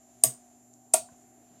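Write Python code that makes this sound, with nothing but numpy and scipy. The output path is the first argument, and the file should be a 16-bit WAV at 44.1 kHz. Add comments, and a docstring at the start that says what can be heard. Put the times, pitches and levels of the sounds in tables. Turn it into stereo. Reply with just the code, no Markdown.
"""A small room: a relay on a board lying on a plastic box switches twice, close to a stereo camera.
On pull-in and on release a burst of contact blows rings the shell modes, then the box modes; a boom follows
the pull-in. Faint ticks and dull hand knocks lie around them, and a noise tail gives the room's reflections.
A fan hums in wavering sines, a supply whines in harmonics, and shaped noise makes fan rush and hiss."""
import sys
import numpy as np
from scipy import signal
from scipy.fft import rfft, irfft
from scipy.io import wavfile
from scipy.ndimage import uniform_filter1d

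SR = 44100
rng = np.random.default_rng(int(sys.argv[2]) if len(sys.argv) > 2 else 0)


def makeup_ratio(level_db):
    """Linear amplitude ratio for a level in decibels (20 dB per factor of ten)."""
    decades = np.asarray(level_db, float) / 20
    return 10 ** decades


def file_out(sig):
    """Save sig as 16-bit WAV at sys.argv[1]."""
    # one column per channel
    cols = np.atleast_2d(sig).T
    # limit, then scale
    lim = np.clip(cols, -1, 1)
    pcm = np.round(lim * 32767).astype(np.int16)
    wavfile.write(sys.argv[1], SR, pcm)


N = 70560

# Contact blows of each stroke. Each row: start in seconds, level in dB, left minus right in dB.
PULL_IN_BLOWS = [(.2340, -36, 0), (.2356, -32, 0), (.2364, -14, 2), (.2371, -1, 3), (.2375, -2, -2),
                 (.2381, -2, 7), (.2385, -3, 7), (.2391, -8, 0), (.2399, -15, -12), (.2405, -16, -12),
                 (.2411, -17, -4), (.2428, -18, 2)]
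RELEASE_BLOWS = [(.9340, -38, 0), (.9362, -28, 0), (.9373, -2, 1), (.9383, -2, 2), (.9396, -4, 2),
                 (.9405, -3, 0), (.9409, -5, 0), (.9415, -8, 2), (.9434, -10, -3), (.9448, -14, 0)]
# Relay shell modes. Each row: nominal pitch in Hz, t60 in seconds, level on pull-in in dB, on release in dB.
SHELL_MODES = [(2500, 0.015, -31.5, -23.5), (3210, .003, -53.5, -46), (3830, 0.0078, -24.5, -20.5),
               (4610, 0.009, -42, -22), (6160, .003, -14.5, -37), (6770, 0.0067, -6, -9.5),
               (7870, 0.0024, -15, 2), (8540, 0.0043, 1, -1.5), (8897, 0.009, 1.5, -0.5),
               (9740, .003, -28.5, -0.5), (10777, 0.0055, -11.5, -16), (11660, 0.022, -15, -31),
               (13200, .003, -20.5, -30.5), (14200, 0.009, -19.5, -29.5), (14170, .004, -23, -26)]
# Box and bench modes. Each row: pitch in Hz, t60 in seconds, level on pull-in in dB, on release in dB.
BOX_MODES = [(59.5, 0.1, -46.5, -58.5), (242, 0.24, -42.5, -48), (324, 0.08, -35, -44.5),
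             (390, 0.11, -52, -35.5), (471, 0.1, -37.5, -47), (648.2, 0.073, -24, -14),
             (708.6, 0.072, -25, -14), (945, 0.051, -37, -22), (1153, .04, -28, -27),
             (1370, 0.042, -54, -24.5), (1960, .02, -52.5, -34.5)]
# Low boom after the pull-in. Each row: start in seconds, pitch in Hz, level in dB, rise in seconds,
# t60 in seconds.
BOOMS = [(.255, 127.2, -22, 0.018, 0.13)]
# Faint ticks. Each row: start in seconds, pitch in Hz, level in dB, t60 in seconds, left minus right in dB.
FAINT_TICKS = [(0.734, 7000, -46, 0.0034, 3), (0.7384, 7100, -44.5, 0.0044, 26),
               (1.088, 1040, -50.5, 0.026, 1), (1.088, 1500, -54.5, 0.021, 7)]
# Dull knocks of the hand on the bench or controller. Each row: start in seconds, centre in Hz, width in Hz,
# noise level before the envelope in dB, rise in seconds, t60 in seconds.
HAND_KNOCKS = [(.27, 298, 300, -41.5, .02, 0.18), (0.969, 119.7, 100, -53.5, 0.018, 0.3),
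               (1.11, 148, 121, -48, 0.0094, 0.115), (1.388, 400, 100, -49.5, 0.025, .12),
               (1.499, 182, 80, -57.5, 0.014, 0.36)]
# Room tail bands. Each row: centre in Hz, t60 in seconds, level in dB.
ROOM_BANDS = [(126.8, 0.5, -25), (250, 0.26, -19), (497, 0.24, -7.5), (990, 0.22, -5.5), (2000, 0.14, 0.5),
              (4252, 0.23, -2.5), (6500, 0.19, -3), (9200, .21, -12), (12600, 0.11, 2), (14500, .18, -1.5),
              (16000, .18, -5)]
# Fan hum tones. Each row: pitch in Hz, mean level in dB rms, left minus right in dB, left phase lead in
# radians, waver in dB.
HUM_TONES = [(120, -75, -1, .3, 3), (243.5, -63, 0, .1, 1), (292, -78, 0, .5, 3), (575, -80, 0, 1, 3),
             (670, -80, 0, 1, 2), (719, -70, 0, 1.3, 3), (767.5, -71, 0, 1.3, 3)]
# Supply whine harmonics. Each row: multiple of WHINE_HZ, mean level in dB rms, left minus right in dB.
WHINE_HARMONICS = [(3, -68, 14), (4, -86, 0), (5, -82, -4), (6, -96, 0)]
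# Background noise spectrum. Each row: frequency in Hz, relative density in dB per Hz.
FLOOR_SPECTRUM = [(20, -49), (30, -25), (80, -18), (125, -17), (190, -16.5), (290, -11), (400, -10.5),
                  (500, -30.5), (650, -5), (800, -14.5), (900, -17), (1200, -22.5), (2000, -25.5),
                  (3600, -29.5), (5500, -28.5), (6300, -24.5), (7000, -20.5), (7600, -31.5), (8100, -26.5),
                  (10000, -25.5), (12300, -26.5), (13500, -39), (16000, -63.5)]
# Background stereo likeness. Each row: frequency in Hz, likeness of left and right from -1 to 1.
FLOOR_LIKENESS = [(60, 0.8), (130, 0.5), (290, .85), (640, 0.18), (1400, -0.13), (6800, -0.17)]
# Background stereo lean. Each row: frequency in Hz, left minus right in dB.
FLOOR_LEAN = [(60, -1), (2400, -1), (4400, -2.5), (7000, 23.5), (10000, -0.5), (15000, -5)]

CRACK_DB, RIGHT_LAG_S = -14.5, .0002
PHASE_SPREAD_RAD, DETUNE = .8, .025  # spread of mode phase and of fractional pitch from blow to blow
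BOX_LATE_S, BOX_RISE_S, BOX_PAN_DB, BOX_LAG_S = .0022, .0021, 3.5, .00017
ROOM_START_S = .003
WHINE_HZ = 2423.6
FLOOR_DB = -60.5  # rms over both sides
TOP_HZ = 16200


def read(table, hz):
    """A (Hz, value) table read on a log-frequency axis."""
    a = np.array(table, float)
    return np.interp(np.log(np.maximum(hz, 1)), np.log(a[:, 0]), a[:, 1])


def band_weight(centres_hz, k, hz):
    """Triangle on log frequency: 1 at centre k, 0 at its neighbours; end bands stay at 1 beyond."""
    return read([(f, float(j == k)) for j, f in enumerate(centres_hz)], hz)


def pan(db):
    """Left and right gains as a column, from left minus right in dB."""
    return makeup_ratio(np.array([[db / 2], [-db / 2]]))


def ring(hz, t60_s, rise_s=0., phase=0., late_s=0.):
    """One decaying mode, .4 s long, with a soft start; 0 Hz at phase pi/2 gives the bare envelope."""
    t = np.maximum(np.arange(int(.4 * SR)) / SR - late_s, 0)
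    onset = (1 - np.exp(-t / (rise_s + 1e-5))) ** 2
    return np.sin(2 * np.pi * hz * t + phase) * onset * 1000. ** (-t / t60_s)


def add(out, start_s, x):
    """Mix x into out at start_s."""
    i = int(start_s * SR)
    out[:, i:i + x.shape[1]] += x[:, :N - i]


def walk(rate_hz):
    """Slow random wander held within -2..2."""
    k = int(SR / rate_hz)
    held = np.repeat(rng.standard_normal(N // k + 5), k)
    smooth = uniform_filter1d(uniform_filter1d(held, k), k)
    return 2 * np.tanh(.7 * smooth[2 * k:2 * k + N])


def shell_blow(column, late_s):
    """One contact blow: shell modes with scattered phase and pitch, plus a short noise crack."""
    spread = [[PHASE_SPREAD_RAD], [DETUNE]]
    phases, detunes = rng.standard_normal((2, len(SHELL_MODES))) * spread
    blow = 0
    for mode, phase, detune in zip(SHELL_MODES, phases, detunes):
        blow = blow + makeup_ratio(mode[column]) * ring(mode[0] * (1 + detune), mode[1], 76e-6, phase, late_s)
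    crack = rng.standard_normal(len(blow)) * ring(0, .0014, 0, np.pi / 2, late_s)
    return blow + makeup_ratio(CRACK_DB) * crack


def box_ring(column):
    """Box and bench modes with a soft rise, the right side lagging the left."""
    phases = rng.uniform(0, 2 * np.pi, len(BOX_MODES))
    sides = []
    for late_s in (0, BOX_LAG_S):
        sides.append(sum(makeup_ratio(mode[column]) * ring(mode[0], mode[1], BOX_RISE_S, phase, late_s)
                         for mode, phase in zip(BOX_MODES, phases)))
    return pan(BOX_PAN_DB) * np.array(sides)


def relay():
    """Contacts strike and bounce, each blow ringing the shell; the hardest of a stroke sets the box going."""
    out = np.zeros((2, N))
    for column, blows in ((2, PULL_IN_BLOWS), (3, RELEASE_BLOWS)):
        for start_s, db, lean_db in blows:
            for side, late_s in enumerate((0, RIGHT_LAG_S)):
                gain = makeup_ratio(db) * pan(lean_db)[side]
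                add(out[side:side + 1], start_s, (gain * shell_blow(column, late_s))[None])
        hardest = max(blows, key=lambda blow: blow[1])
        add(out, hardest[0] + BOX_LATE_S, box_ring(column))
    return out


def boom():
    """A low decaying sine with a slow rise, after the pull-in."""
    out = np.zeros((2, N))
    for start_s, hz, db, rise_s, t60_s in BOOMS:
        add(out, start_s, pan(-1.4) * makeup_ratio(db) * ring(hz, t60_s, rise_s))
    return out


def ticks():
    """Faint, sharply starting decaying sines."""
    out = np.zeros((2, N))
    for start_s, hz, db, t60_s, lean_db in FAINT_TICKS:
        add(out, start_s, pan(lean_db) * makeup_ratio(db) * ring(hz, t60_s, 67e-6))
    return out


def knocks():
    """Dull hand knocks: resonant noise under a soft rise and decay."""
    out = np.zeros((2, N))
    for start_s, hz, width_hz, db, rise_s, t60_s in HAND_KNOCKS:
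        envelope = ring(0, t60_s, rise_s, np.pi / 2)
        b, a = signal.iirpeak(hz, hz / width_hz, fs=SR)
        noise = signal.lfilter(b, a, rng.standard_normal(len(envelope)))
        add(out, start_s, pan(-.63) * makeup_ratio(db) * envelope * noise / np.std(noise))
    return out


def room(near):
    """Dense reflections, different left and right, dying band by band."""
    n = int(.45 * SR)
    t, hz = np.arange(n) / SR, np.fft.rfftfreq(n, 1 / SR)
    spec, tail = rfft(rng.standard_normal((2, n))), 0
    centres_hz = [row[0] for row in ROOM_BANDS]
    for k, (_, t60_s, db) in enumerate(ROOM_BANDS):
        band = irfft(spec * band_weight(centres_hz, k, hz), n)
        decay = 1000. ** (-t / t60_s) / np.sqrt(t60_s * SR / np.log(1e6))  # unit energy
        tail = tail + makeup_ratio(db) * band * decay
    # silent until ROOM_START_S, full at twice that
    tail = tail * np.clip(t / ROOM_START_S - 1, 0, 1)
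    return signal.fftconvolve(near, tail, axes=1)[:, :N]


def fan_hum():
    """Low sines wavering in level and phase, the left side leading."""
    t, out = np.arange(N) / SR, 0
    for hz, db, lean_db, lead_rad, waver_db in HUM_TONES:
        phase = 2 * np.pi * hz * t + rng.uniform(0, 2 * np.pi) + .5 * walk(1.7)
        level = np.sqrt(2) * makeup_ratio(db + waver_db * walk(7.3))
        out = out + pan(lean_db) * level * np.sin(phase + np.array([[lead_rad], [0]]))
    return out


def supply_whine():
    """Harmonics of one fixed pitch, wavering slightly in level."""
    t, out = np.arange(N) / SR, 0
    for multiple, db, lean_db in WHINE_HARMONICS:
        phase = rng.uniform(0, 2 * np.pi)
        level = np.sqrt(2) * makeup_ratio(db + .7 * walk(3.5))
        out = out + pan(lean_db) * level * np.sin(2 * np.pi * round(multiple) * WHINE_HZ * t + phase)
    return out


def background():
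    """Fan rush and hiss: octave-spaced noise bands flicker on their own; the bass is alike on both sides."""
    hz = np.fft.rfftfreq(N, 1 / SR)
    alike, half_lean_db = np.clip(read(FLOOR_LIKENESS, hz), -.99, .99), read(FLOOR_LEAN, hz) / 2
    mid, side = rfft(rng.standard_normal((2, N)))
    stereo = mid * np.sqrt(1 + alike) + side * np.sqrt(1 - alike) * np.array([[1], [-1]])
    spec = stereo * makeup_ratio(read(FLOOR_SPECTRUM, hz) + [half_lean_db, -half_lean_db])
    centres_hz, out = 30 * 2. ** np.arange(10), 0
    for k in range(len(centres_hz)):
        flicker = makeup_ratio(2.6 * walk(4.8))
        out = out + flicker * irfft(spec * band_weight(centres_hz, k, hz), N)
    return out * makeup_ratio(FLOOR_DB) / np.sqrt(np.mean(out ** 2))


def scene():
    """Relay, boom, ticks and knocks in the room, over the machines and background."""
    near = relay() + boom() + ticks() + knocks()
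    return near + room(near) + fan_hum() + supply_whine() + background()


def top_cut(x):
    """Nothing passes above the cut-off."""
    return signal.sosfilt(signal.butter(12, 16390, fs=SR, output="sos"), x)


def record(dry):
    """A steep low-pass cuts the top and peaks are limited to full scale."""
    low_pass = signal.ellip(8, .2, 60, TOP_HZ, fs=SR, output="sos")
    mix = np.clip(signal.sosfilt(low_pass, dry), -1, 1)
    return top_cut(mix)


dry = scene()
out = record(dry)
file_out(out)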